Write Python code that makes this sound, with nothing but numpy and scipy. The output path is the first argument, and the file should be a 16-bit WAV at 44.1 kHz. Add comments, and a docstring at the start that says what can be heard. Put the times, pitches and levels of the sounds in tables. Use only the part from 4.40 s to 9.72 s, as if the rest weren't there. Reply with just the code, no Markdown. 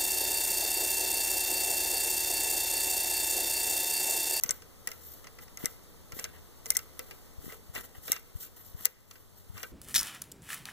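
"""A long steel tool, spun by hand in a threaded hole of an engine part, close to a camera's microphone.
The shaft knocks against the hole in light, bright clicks that ring the tip, the shaft and the casting;
with each twist of the fingers it rubs, scrapes and faintly squeaks. Fingers bump the camera now and then,
and farther off the workshop hums. The recorder ducks after the hardest click and widens the stereo."""
import sys
import numpy as np
from scipy import signal
from scipy.fft import rfft, irfft
from scipy.io import wavfile
from scipy.ndimage import uniform_filter1d, minimum_filter1d

SR = 44100
rng = np.random.default_rng(int(sys.argv[2]) if len(sys.argv) > 2 else 0)


def store_pcm(level_fs):
    """Save levels as 16-bit WAV."""
    pcm = np.round(np.clip(level_fs, -1, 1) * 32767).astype(np.int16)
    wavfile.write(sys.argv[1], SR, np.atleast_2d(pcm).T)


N = 234567
FILTER_HZ = np.fft.rfftfreq(2048, 1 / SR)


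def amp(db):
    """Decibels to gain."""
    return 10 ** (np.asarray(db) / 20)


def unit_rms(x):
    """Scales to rms 1."""
    return x / np.sqrt(np.mean(x ** 2) + 1e-30)


def unit_burst(x, over_s=.0056):
    """Scales a short stereo sound to the energy of rms 1 held for over_s."""
    return x / np.sqrt(np.sum(x ** 2) / (2 * over_s * SR) + 1e-30)


def at_hz(points, hz):
    """Reads a spectrum on a log-frequency axis."""
    f, value = np.transpose(points)
    return np.interp(np.log(hz + 1), np.log(f + 1), value)


def curve(rows, column):
    """One column of a timed table at every sample."""
    rows = np.asarray(rows)
    return np.interp(np.arange(N) / SR, rows[:, 0], rows[:, column])


def with_peaks(points, modes):
    """A spectrum plus narrow resonances, in dB at FILTER_HZ."""
    peaks_db = sum(db / (1 + (2 * (FILTER_HZ - f) / width) ** 2) for f, width, db in modes)
    return at_hz(points, FILTER_HZ) + peaks_db


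def bell(centre_hz, hz, octaves):
    """A bell of height 1 on a log-frequency axis."""
    return np.exp(-(np.log2((hz + 1) / centre_hz) / octaves) ** 2)


def response(points):
    """Causal impulse response with the given spectrum."""
    log_gain = np.log(amp(at_hz(points, abs(np.fft.fftfreq(2048, 1 / SR)))))
    return np.fft.ifft(np.exp(np.conj(signal.hilbert(log_gain)))).real[:1024]


def through(x, taps):
    """Filters both channels."""
    return signal.fftconvolve(x, taps[None], axes=1)[:, :x.shape[1]]


def add(mix, s, sound):
    """Mixes a sound in at time s."""
    part = mix[:, max(0, round(s * SR)):][:, :sound.shape[1]]
    part += sound[:, :part.shape[1]]


def wander(hz):
    """Random drift of rms 1, up to the given rate."""
    f = np.fft.rfftfreq(N, 1 / SR)
    return unit_rms(irfft(rfft(rng.standard_normal(N)) / (1 + (f / hz) ** 4), N))


def pan(left_db):
    """Gains that favour the left channel."""
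    return amp([[left_db / 2], [-left_db / 2]])


def port_noise(n, likeness):
    """Noise at the two microphone ports, partly shared."""
    shared = np.sqrt(likeness) * rng.standard_normal(n)
    return shared + np.sqrt(1 - likeness) * rng.standard_normal((2, n))


# workshop air and microphone hiss: spectrum (f/Hz, level/dB) and course (t/s, level/dB)
AIR_SPECTRUM = [(20, 9), (60, 8), (140, 2), (370, -4), (455, -2), (560, -7), (800, -12.5), (1200, -12),
                (1650, -18), (2000, -14.5), (2300, -19.5), (5000, -18.5), (15400, -22), (15700, -58)]
AIR_LEVEL = [(0, -52), (2.8, -51.5), (3.8, -54.5), (5.3, -54)]
# how alike distant sound is at the two ports (f/Hz, likeness/0-1)
PORT_LIKENESS = [(20, 0.56), (200, 0.57), (500, 0.49), (1200, 0.32), (2200, 0), (16000, 0.07)]
# machinery in the background, stepping up in pitch once (t/s, f/Hz, level/dB)
MACHINE_HUM = [(0, 81, -54), (3.85, 81.5, -56), (4.1, 96, -54), (4.7, 96, -51.5), (5.3, 96.3, -48)]


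def workshop(drift_hz=0.54, waver_db=3.5, overtone_db=-12):
    """Behind the work: room noise, microphone hiss and, to the left, a wavering machine hum."""
    hz = np.fft.rfftfreq(N, 1 / SR)
    left, apart = rfft(rng.standard_normal((2, N)))
    likeness = at_hz(PORT_LIKENESS, hz)
    right = likeness * left + np.sqrt(1 - likeness ** 2) * apart
    air = unit_rms(irfft(np.array([left, right]) * amp(at_hz(AIR_SPECTRUM, hz)), N))
    phase = 2 * np.pi * np.cumsum(curve(MACHINE_HUM, column=1) + drift_hz * wander(hz=4.1)) / SR
    hum = np.sin(phase) + amp(overtone_db) * np.sin(2 * phase)
    hum *= amp(curve(MACHINE_HUM, column=2) + waver_db * wander(hz=15))
    return air * amp(curve(AIR_LEVEL, column=1)) * pan(left_db=1.5) + hum * np.array([[1], [.25]])


def room_tail(x, low_t60=0.65, high_t60=0.065, treble_db=-31):
    """The workshop returns a diffuse tail, shorter and weaker in the treble."""
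    t = np.arange(SR // 3) / SR
    noise = rng.standard_normal((2, len(t))) * np.minimum(t / 0.01, 1)
    low = signal.sosfilt(signal.butter(2, 2800, fs=SR, output="sos"), noise)
    tail = low * amp(-60 * t / low_t60) + noise * amp(treble_db - 60 * t / high_t60)
    return signal.fftconvolve(x, tail / np.linalg.norm(tail[0]), axes=1)[:, :N]


# handling noise, right at the microphone (t/s, peak level/dB, f/Hz)
FINGER_BUMPS = [(0.056, -37, 165), (1.241, -22.5, 223), (1.737, -32.5, 86), (1.7683, -34, 324),
                (2.988, -30.5, 60), (3.044, -35.5, 302), (3.067, -32, 165), (3.081, -31.5, 272),
                (3.093, -40, 200), (3.3, -33.5, 80), (3.586, -36, 73.6), (3.7, -29, 290),
                (3.958, -26.5, 71), (4.351, -29, 76.4), (5.103, -30.5, 78)]


def finger_bumps(width_cycles=0.37, right_share=0.013):
    """A finger pushes the camera body and lets go: one soft swing, mostly at the left port."""
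    out, t = np.zeros((2, N)), np.arange(-SR // 25, SR // 25) / SR
    for start, db, hz in FINGER_BUMPS:
        u = t * hz / width_cycles
        swing = -2 * u * np.exp(.5 - 2 * u ** 2)
        add(out, start + t[0], amp(db) * swing * np.array([[1], [right_share]]))
    return out


# twists of the fingers (t/s, length/s, hiss level/dB, squeak level/dB, grind level/dB)
FINGER_TWISTS = [(0.01, 0.19, -51, -56, -55.5), (0.449, 0.16, -57.5, -65, -61), (0.563, 0.3, -56, -62, -72),
                 (0.624, 0.14, -80, -57, -80), (0.823, 0.094, -82, -75, -59.5),
                 (1.006, 0.048, -53.5, -67, -56.5), (1.177, 0.14, -49.5, -56, -52.5),
                 (1.29, 0.066, -58, -67, -76), (1.727, 0.15, -50, -57, -56.5),
                 (1.927, 0.083, -85, -77, -55.5), (2.238, 0.22, -51, -56, -60.5),
                 (2.507, 0.41, -68, -73, -67), (2.998, 0.2, -52, -64, -58.5), (3.331, 0.1, -43, -57, -46.5),
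                 (3.425, 0.052, -51.5, -61, -58), (3.538, 0.072, -62, -76, -55.5),
                 (3.608, 0.21, -46.5, -59, -61), (3.946, 0.08, -59, -64, -71),
                 (3.992, 0.094, -45, -53, -69), (4.16, 0.028, -53.5, -62, -63),
                 (4.182, 0.052, -63, -58, -64), (4.217, 0.13, -60.5, -62, -80),
                 (4.356, 0.2, -50, -56, -54.5), (4.67, 0.18, -61, -68, -68), (4.954, 0.075, -62, -66, -88),
                 (5.12, 0.2, -52.5, -67, -55.5)]


def twist_gains(resting_db=(-63.5, -77, -84.5), peak_share=0.35, sharpness=1.32):
    """Gains of hiss, squeak and grind: in each twist the pressure swells and eases in one arch."""
    gains = amp(resting_db)[:, None] * np.ones(N)
    for start, length, *levels_db in FINGER_TWISTS:
        progress = np.arange(0, length, 1 / SR) / length
        swell = np.interp(progress, [0, peak_share, 1], [0, 1, 0])
        add(gains, start, amp(levels_db)[:, None] * np.sin(np.pi / 2 * swell) ** sharpness)
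    return gains


def friction(spectrum, slips_per_s, grit, likeness):
    """Tiny slips of uneven size over a smooth slide, coloured by what they shake."""
    slips = (rng.random(N) < slips_per_s / SR) * amp(4 * np.minimum(rng.exponential(1, N), 3))
    drive = port_noise(N, likeness) * (1 + grit * unit_rms(slips))
    return unit_rms(through(drive, response(spectrum)))


# three colours of steel rubbing in the thread, heard close (f/Hz, level/dB)
HISS_SPECTRUM = [(1000, -38), (3000, -1), (4600, -1), (6500, 1), (9000, 3), (11000, 5), (12800, 8),
                 (14800, 5.5), (15450, 16), (15700, -30)]
SQUEAK_SPECTRUM = [(12000, -21), (13300, 27), (13750, 23), (14050, 37), (14400, 7), (14750, 15),
                   (15200, -9)]
GRIND_SPECTRUM = [(100, 10.5), (300, 5.5), (560, 1), (720, 3), (930, -4.5), (1300, 0.5), (1700, -1.5),
                  (2030, 7), (2300, -16), (2750, 0), (3100, -2.5), (5000, -25.5)]
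# shaft resonances that sliding excites (f/Hz, width/Hz, level over the hiss/dB)
SLIDING_MODES = [(2980, 44, 7), (5680, 120, 10.5), (7320, 330, 11), (12050, 110, 8)]


def shaft_rubbing(flutter_db=-1.5, catch_db=3, tremble_db=1.5):
    """Close by, a little left, the turning shaft slides, squeaks and grinds under a trembling pressure."""
    sliding, squeaking, grinding = twist_gains()
    hiss_colour = np.c_[FILTER_HZ, with_peaks(HISS_SPECTRUM, SLIDING_MODES)]
    hiss = sliding * friction(hiss_colour, slips_per_s=1800, grit=0.4, likeness=0.05)
    squeak = amp(3) * squeaking * friction(SQUEAK_SPECTRUM, slips_per_s=2540, grit=0.44, likeness=0.11)
    grind = grinding * friction(GRIND_SPECTRUM, slips_per_s=800, grit=.6, likeness=.35)
    squeak *= amp(flutter_db * wander(hz=42))
    grind *= amp(catch_db * wander(hz=35))  # the thread catches and slips
    return (hiss + squeak + grind) * amp(tremble_db * wander(hz=77)) * pan(left_db=2.5)


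# modes of the engine casting, struck or scraped (f/Hz, level/dB, t60/s)
CASTING_MODES = [(424, -32, 0.23), (452.5, -12.5, 0.16), (510, -15.5, 0.13), (630, -13.5, 0.057),
                 (670, -27.5, 0.064), (745, -20.5, 0.078), (1153, -18.5, 0.047), (1239, -22.5, 0.16),
                 (1330, -20, 0.15), (1494, -20, 0.096), (1564, -21.5, 0.15), (1640, -19, 0.12),
                 (1903, -11.5, 0.067), (2164, -17, 0.1), (2376, -13, 0.14), (2750, -7, 0.075),
                 (3435, -10.5, 0.024), (3955, -11.5, 0.017)]
DEEP_HZ, SPOT_OCTAVES = 800, .13  # top of the deep modes; width of the region a contact spot favours


def casting_ring(t, spot_hz, deep_db, decay_scale, favour_db=10, spread_rad=1.58, build_s=0.0015):
    """The struck casting rings; every contact lands elsewhere, so it weights the modes differently."""
    hz, mode_db, t60 = np.transpose(CASTING_MODES)[:, :, None]
    weight, detune, turn, skew = rng.standard_normal((4, len(hz), 1))
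    phase = 2 * np.pi * (hz * (1 + 0.0097 * detune) * t + turn)
    spot_db = favour_db * bell(spot_hz, hz, SPOT_OCTAVES) + 2 * weight
    envelope = amp(mode_db + spot_db - 60 * t / (t60 * decay_scale)) * (1 - np.exp(-t / build_s))
    modes = envelope * np.sin([phase + side * spread_rad * skew for side in (-.5, .5)])
    gain = np.linalg.norm(unit_burst(modes.sum(1))) / np.linalg.norm(modes)
    return gain * np.sum(modes * amp(deep_db * (hz < DEEP_HZ)), 1)


# the shaft judders along the wall of the hole (t/s, length/s, level/dB, favoured f/Hz, its boost/dB)
WALL_SCRAPES = [(1.795, 0.053, -54.5, 1500, 8), (1.848, 0.064, -60, 1560, 9), (3.105, 0.055, -58, 1230, 15),
                (3.357, 0.012, -39.5, 680, 19), (3.376, 0.016, -45.5, 1280, -1),
                (3.68, 0.083, -47, 1180, 4), (3.719, 0.058, -50.5, 1470, -15),
                (3.765, 0.027, -53, 2100, -3), (4.025, 0.059, -59, 1500, 10.5),
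                (5.166, 0.025, -50, 1170, 13), (5.196, 0.015, -50.5, 1240, 12),
                (5.23, 0.021, -43, 1470, 12.5)]


def wall_scrapes(slips_per_s=450, decay_scale=0.44, deep_db=-9, attack_s=0.0012, fade_db=-9):
    """Close by, a little right, quick uneven slips ring the casting, which the pressing shaft damps."""
    out, t = np.zeros((2, N)), np.arange(SR // 8) / SR
    hz, mode_db, t60 = np.transpose(CASTING_MODES)[:, :, None]
    for start, length, db, spot_hz, boost_db in WALL_SCRAPES:
        travel = np.cumsum(rng.exponential(1, len(t)) ** 3) / 6 * slips_per_s / SR
        slips = np.diff(np.floor(travel), prepend=-1) > 0
        push = np.minimum(t / attack_s, 1) * amp(fade_db * t / length) * (t < length)
        phase = 2 * np.pi * (hz * t + rng.random((len(hz), 1)))
        spot_db = deep_db * (hz < DEEP_HZ) + boost_db * bell(spot_hz, hz, SPOT_OCTAVES)
        ring = np.sum(amp(mode_db + spot_db - 60 * t / (t60 * decay_scale)) * np.sin(phase), 0)
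        scrape = through(port_noise(len(t), likeness=0.36) * slips * push, ring)
        add(out, start, amp(db) * unit_burst(scrape, length) * pan(left_db=-2))
    return out


# dull response of the casting (f/Hz, level/dB)
KNOCK_SPECTRUM = [(60, -9), (160, 3.5), (300, -2.5), (500, -5), (900, -6), (1350, -2.5), (1750, -6),
                  (2100, 1), (2700, 2), (3700, -17), (5000, 1), (8000, -25)]


def casting_knock(rise, since_contact, t60=0.046):
    """A contact shakes the whole casting in a short, dull burst."""
    drive = port_noise(len(rise), likeness=0.33) * rise * amp(-60 * since_contact / t60)
    return unit_burst(through(drive, response(KNOCK_SPECTRUM)))


def shaft_ping(t, hz, decay_scale, swell_s=0.0044, t60=0.03, glow_db=-32, glow_t60=0.058):
    """The shaft bends in two planes: its ring swells, dies quickly and leaves a faint afterglow."""
    decay = amp(-60 * t / t60) + amp(glow_db - 60 * t / (glow_t60 * decay_scale))
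    envelope = (1 - np.exp(-t / swell_s)) * decay
    # the moving contact shakes the phase
    smear_rad = 0.34 * unit_rms(uniform_filter1d(rng.standard_normal(len(t)), size=128))
    phase = 2 * np.pi * hz * t + smear_rad + np.array([[-0.12], [0.12]])
    plane_ratio = 1.052 + .015 * rng.standard_normal()  # varies with the grip
    second_plane = amp(-8) * np.sin(plane_ratio * phase + 2 * np.pi * rng.random())
    return unit_burst((np.sin(phase) + second_plane) * envelope)


# bright response of the steel tip (f/Hz, level/dB) and its resonances (f/Hz, width/Hz, boost/dB)
TIP_SPECTRUM = [(1000, -17), (2900, -6.5), (4000, -6.5), (4950, -7.5), (5300, 7), (6300, 6), (7500, 4.5),
                (8600, 2), (10000, 6.5), (10600, 3), (11300, 11.5), (12700, 4), (13600, 6.5),
                (16500, -13.5)]
TIP_RESONANCES = [(6210, 750, 2), (7630, 110, 10), (8950, 660, -1.5), (11900, 430, 1.5)]


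def tip_tick(chatter, spot_hz, bright_db, left_db, favour_db=7.5, lag_s=.00022):
    """The tip ticks, coloured by the spot that is struck; the sound reaches the left port first."""
    spot_db = favour_db * bell(spot_hz, FILTER_HZ, octaves=0.18)
    tilt_db = (bright_db - 2.5) * np.clip(np.log2((FILTER_HZ + 1) / 9500), -.6, .6)
    colour = np.c_[FILTER_HZ, with_peaks(TIP_SPECTRUM, TIP_RESONANCES) + spot_db + tilt_db]
    tick = unit_burst(through(chatter, response(colour))) * pan(left_db)
    tick[1] = np.r_[np.zeros(round(lag_s * SR)), tick[1]][:tick.shape[1]]
    return tick


def top_ring(t, chatter, hz=15330, t60=.007):
    """The highest ring is so short a wave that the ports hear it in opposite phase."""
    ring = np.sin(2 * np.pi * hz * t) * amp(-60 * t / t60)
    return unit_burst(through(np.array([chatter[0], -chatter[0]]), ring))


# the shaft meets the wall of the hole, close to the microphone (t/s, level/dB, extra body/dB,
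# brightness/dB, top ring/dB, tick left over right/dB, shaft f/Hz, extra shaft ring/dB,
# extra deep ring/dB, favoured tip f/Hz, favoured casting f/Hz)
SHAFT_CLICKS = [(0.01, -48, -25, 5, -23, 3, 1970, -9, 0, 6260, 1330),
                (0.036, -24, 2.5, 5.5, 2, 1, 1970, -5.5, -7, 6200, 510),
                (0.06, -44.5, 2, -14, -20, 2, 1990, -9, 3, 6100, 510),
                (0.0922, -25.5, 4.5, -11, -30, 1, 2120, -10, 5.5, 6100, 1530),
                (0.1085, -22.5, -5.5, -3.5, -11, 7.5, 2040, 3.5, -4, 8560, 520),
                (0.2204, -51.5, -1.5, -5, -6, 1, 1960, -22, 9, 8950, 1530),
                (0.473, -33, 7, -5, 3, 8.5, 1954, -2, -10, 9200, 443),
                (0.488, -45.5, -0.5, -14, -10, 1, 1900, -19, 5, 11200, 1240),
                (0.516, -40, 2, -5, -19, -6, 2046, -1, -4, 3900, 1320),
                (0.8421, -53, 0.5, -4, -15, 4, 2070, -6, -8, 7400, 1330),
                (0.8694, -51, 5, -4, -13, -3, 1980, -9, -5, 4900, 446),
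                (0.986, -53.5, 3, -8, -13, -1, 1995, -0.5, 1, 13800, 1330),
                (1.079, -57, -3.5, -22, -18, 7, 2010, -12, 5, 4900, 1170),
                (1.1722, -42.5, 1, -12, -5, -9, 2030, -1.5, -14, 11200, 1320),
                (1.245, -43.5, 3.5, -10, -20, 4, 2110, 0, 7, 9000, 506),
                (1.2574, -23.5, 0, 0, -22, 5.5, 2027, 5, 0, 9400, 1350),
                (1.7205, -45, 4.5, -12, -19, -2, 2080, -15, 3.5, 11500, 1330),
                (1.7903, -42, 9.5, 3, -15, 4, 1960, -10, -4, 3900, 490),
                (1.796, -35.5, -19, -4, -14, 0, 2050, -9, -4, 8950, 1330),
                (1.842, -31.5, 1.5, -13, -16, 2, 2060, -5, -2, 4000, 1570),
                (1.849, -46, 6.5, -16, -12, 0, 2050, -4, 6, 11200, 1580),
                (2.2579, -41, -0.5, -12, -9, -6, 2010, -3.5, 6, 3040, 1170),
                (2.264, -43, -9, -3, -1, 11, 2050, -3, 11, 9000, 450),
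                (2.3042, -19, -2, -0.5, -6, -1, 2090, 3, 3.5, 9200, 2300),
                (2.318, -49, 0, -2, -12, -22, 2070, 7, -10, 9000, 2200),
                (2.3507, -37, -12, -4, -14, 7, 2060, 9, -5, 5200, 1550),
                (2.3545, -38, -14, -5, -14, 1, 2030, -5, -2, 6200, 1550),
                (2.3563, -48, 0, -6, -14, -8, 2018, 12, 0, 6100, 1550),
                (2.3686, -20, -2, 1, -7, -1, 2070, -0.5, -4, 8600, 1320),
                (2.3897, -40.5, 3.5, -16, -11, -5, 2090, -11, -16, 3870, 1330),
                (2.5929, -35, 6.5, 3, -14, 5, 2000, -8.5, 2, 3900, 477),
                (2.7094, -49, 7, 0, -13.5, 4, 1980, -12, -2.5, 3860, 710),
                (3.097, -63, -4.5, -4, -14, 1, 2036, 11, 5, 6100, 1240),
                (3.122, -49, 4, 3, -16, 6, 2005, -6, 8.5, 13800, 1330),
                (3.3505, -46, 5, -11, -12, 16, 2010, -10, 4, 7400, 724),
                (3.3609, -52, 8, -4, -12, 5, 1967, 4, 5, 7400, 680),
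                (3.6794, -37.5, 7, 12, -12, -4, 2040, -14, -3.5, 3700, 1100),
                (3.719, -20, 2, 3, -7, -1, 2095, -0.5, -15, 6130, 1520),
                (3.729, -32.5, 0, -3, -10, 4, 2050, 3, -10, 13800, 1360),
                (3.763, -43.5, 5.5, -20, -13, 4, 2030, -7, -4, 3530, 1290),
                (4.4493, -47.5, 5, -10, 3, 35, 1980, -4, 3, 7550, 1150),
                (4.455, -12, 2.5, 5, 0, 10.5, 2030, -2.5, -13, 4780, 1880),
                (4.466, -36, 7, -8, -10, -2, 1930, -10, -2, 3730, 520),
                (4.7107, -47, 3, -9, -4, 13, 1850, -18, -13, 3070, 1170),
                (4.755, -62, 4, 3, -17.5, -7, 1960, -10, -2, 3900, 1550),
                (5.178, -50, 6.5, -3, -10, 6, 1930, -12, -11, 7450, 1170),
                (5.2308, -36, 5.5, -1.5, -13, 3, 1876, -8, 3.5, 13800, 1450)]


def shaft_clicks(light_db=-44.5, hard_db=-19, chatter_t60=0.013, after_db=-27, after_t60=0.072):
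    """Each contact snaps and chatters, shaking tip, shaft and casting; a harder one is shorter."""
    out, t = np.zeros((2, N)), np.arange(SR // 8) / SR
    for (start, db, body_db, bright_db, top_db, left_db,
         shaft_hz, shaft_db, deep_db, tip_hz, casting_hz) in SHAFT_CLICKS:
        force_db = min(db, hard_db) - light_db
        contact_s = 0.0017 * .5 ** (force_db / 10.5)
        rise = np.minimum(t / (0.43 * contact_s), 1)
        since_contact = np.maximum(t - contact_s, 0)
        decay = amp(-60 * since_contact / chatter_t60) + amp(after_db - 60 * since_contact / after_t60)
        chatter = port_noise(len(t), likeness=0.13) * rise * decay
        snap = 5.3 * amp(0.6 * max(db - hard_db, 0))
        chatter[:, round(contact_s * SR / 2)] += snap
        tick = tip_tick(chatter, tip_hz, bright_db, left_db) + amp(top_db - 1) * top_ring(t, chatter)
        decay_scale = amp(0.09 * min(db + 33, 0))  # a light touch leaves the shaft on the wall, damped
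        body = amp(-5) * casting_knock(rise, since_contact)
        body += amp(shaft_db - 2) * shaft_ping(t, shaft_hz, decay_scale)
        body += amp(-6) * casting_ring(t, casting_hz, deep_db, decay_scale)
        body *= amp(body_db - 0.67 * force_db)  # a harder click is more tick than knock
        add(out, start - .0003, amp(db) * (tick + body))
    return out


def scene(room_db=-25):
    """At the camera: the tool close and nearly dry, fingers on the housing, the workshop behind."""
    tool = shaft_clicks() + wall_scrapes() + shaft_rubbing()
    return tool + amp(room_db) * room_tail(tool) + finger_bumps() + workshop()


def gain_control(x, threshold_db=-16.5, hold_s=0.054, recover_s=0.29):
    """The recorder turns down at once whatever passes the threshold, holds, then recovers slowly."""
    t = np.arange(N) / SR
    power_db = 10 * np.log10(abs(uniform_filter1d(np.mean(x ** 2, 0), size=256)) + 1e-12)
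    over_db = np.maximum(power_db - threshold_db, 0)
    cut_db = np.maximum.accumulate(over_db * np.exp(t / recover_s)) * np.exp(-t / recover_s)
    half_hold = round(hold_s * SR / 2)
    held_db = minimum_filter1d(-cut_db, 2 * half_hold + 1, origin=half_hold)
    return x * amp(uniform_filter1d(held_db, size=32))


# the recorder's stereo widening (f/Hz, share subtracted from the left/0-1, from the right/0-1)
WIDENING = [(20.4, 1, 0.46), (1200, 0.45, 0.63), (2550, 0.38, 0.99), (4030, 0.32, 1), (5400, 0.59, 0.55),
            (6400, 0.99, 0.041), (9700, 0.51, 0.014), (12900, 1, 0.032), (16700, 0.66, 0.05)]
WIDENING_DELAY_S, BAND_LIMIT_HZ = 0.0003912, 16500


def record(dry):
    """In the camera: gain control, widening by subtracting the delayed opposite channel, a band limit."""
    hz, spectrum = np.fft.rfftfreq(N, 1 / SR), rfft(gain_control(dry))
    f, *shares = np.transpose(WIDENING)
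    share = np.clip([at_hz(np.c_[f, side], hz) for side in shares], 0, .9)
    opposite = np.exp(-2j * np.pi * hz * WIDENING_DELAY_S) * spectrum[::-1]
    wide = irfft((spectrum - share * opposite) / np.sqrt(1 + share ** 2), N)
    lowpass = signal.firwin(255, BAND_LIMIT_HZ, window=("kaiser", 9), fs=SR)
    return signal.oaconvolve(wide, lowpass[None], "same", axes=1)


dry = scene()
out = record(dry)
store_pcm(out)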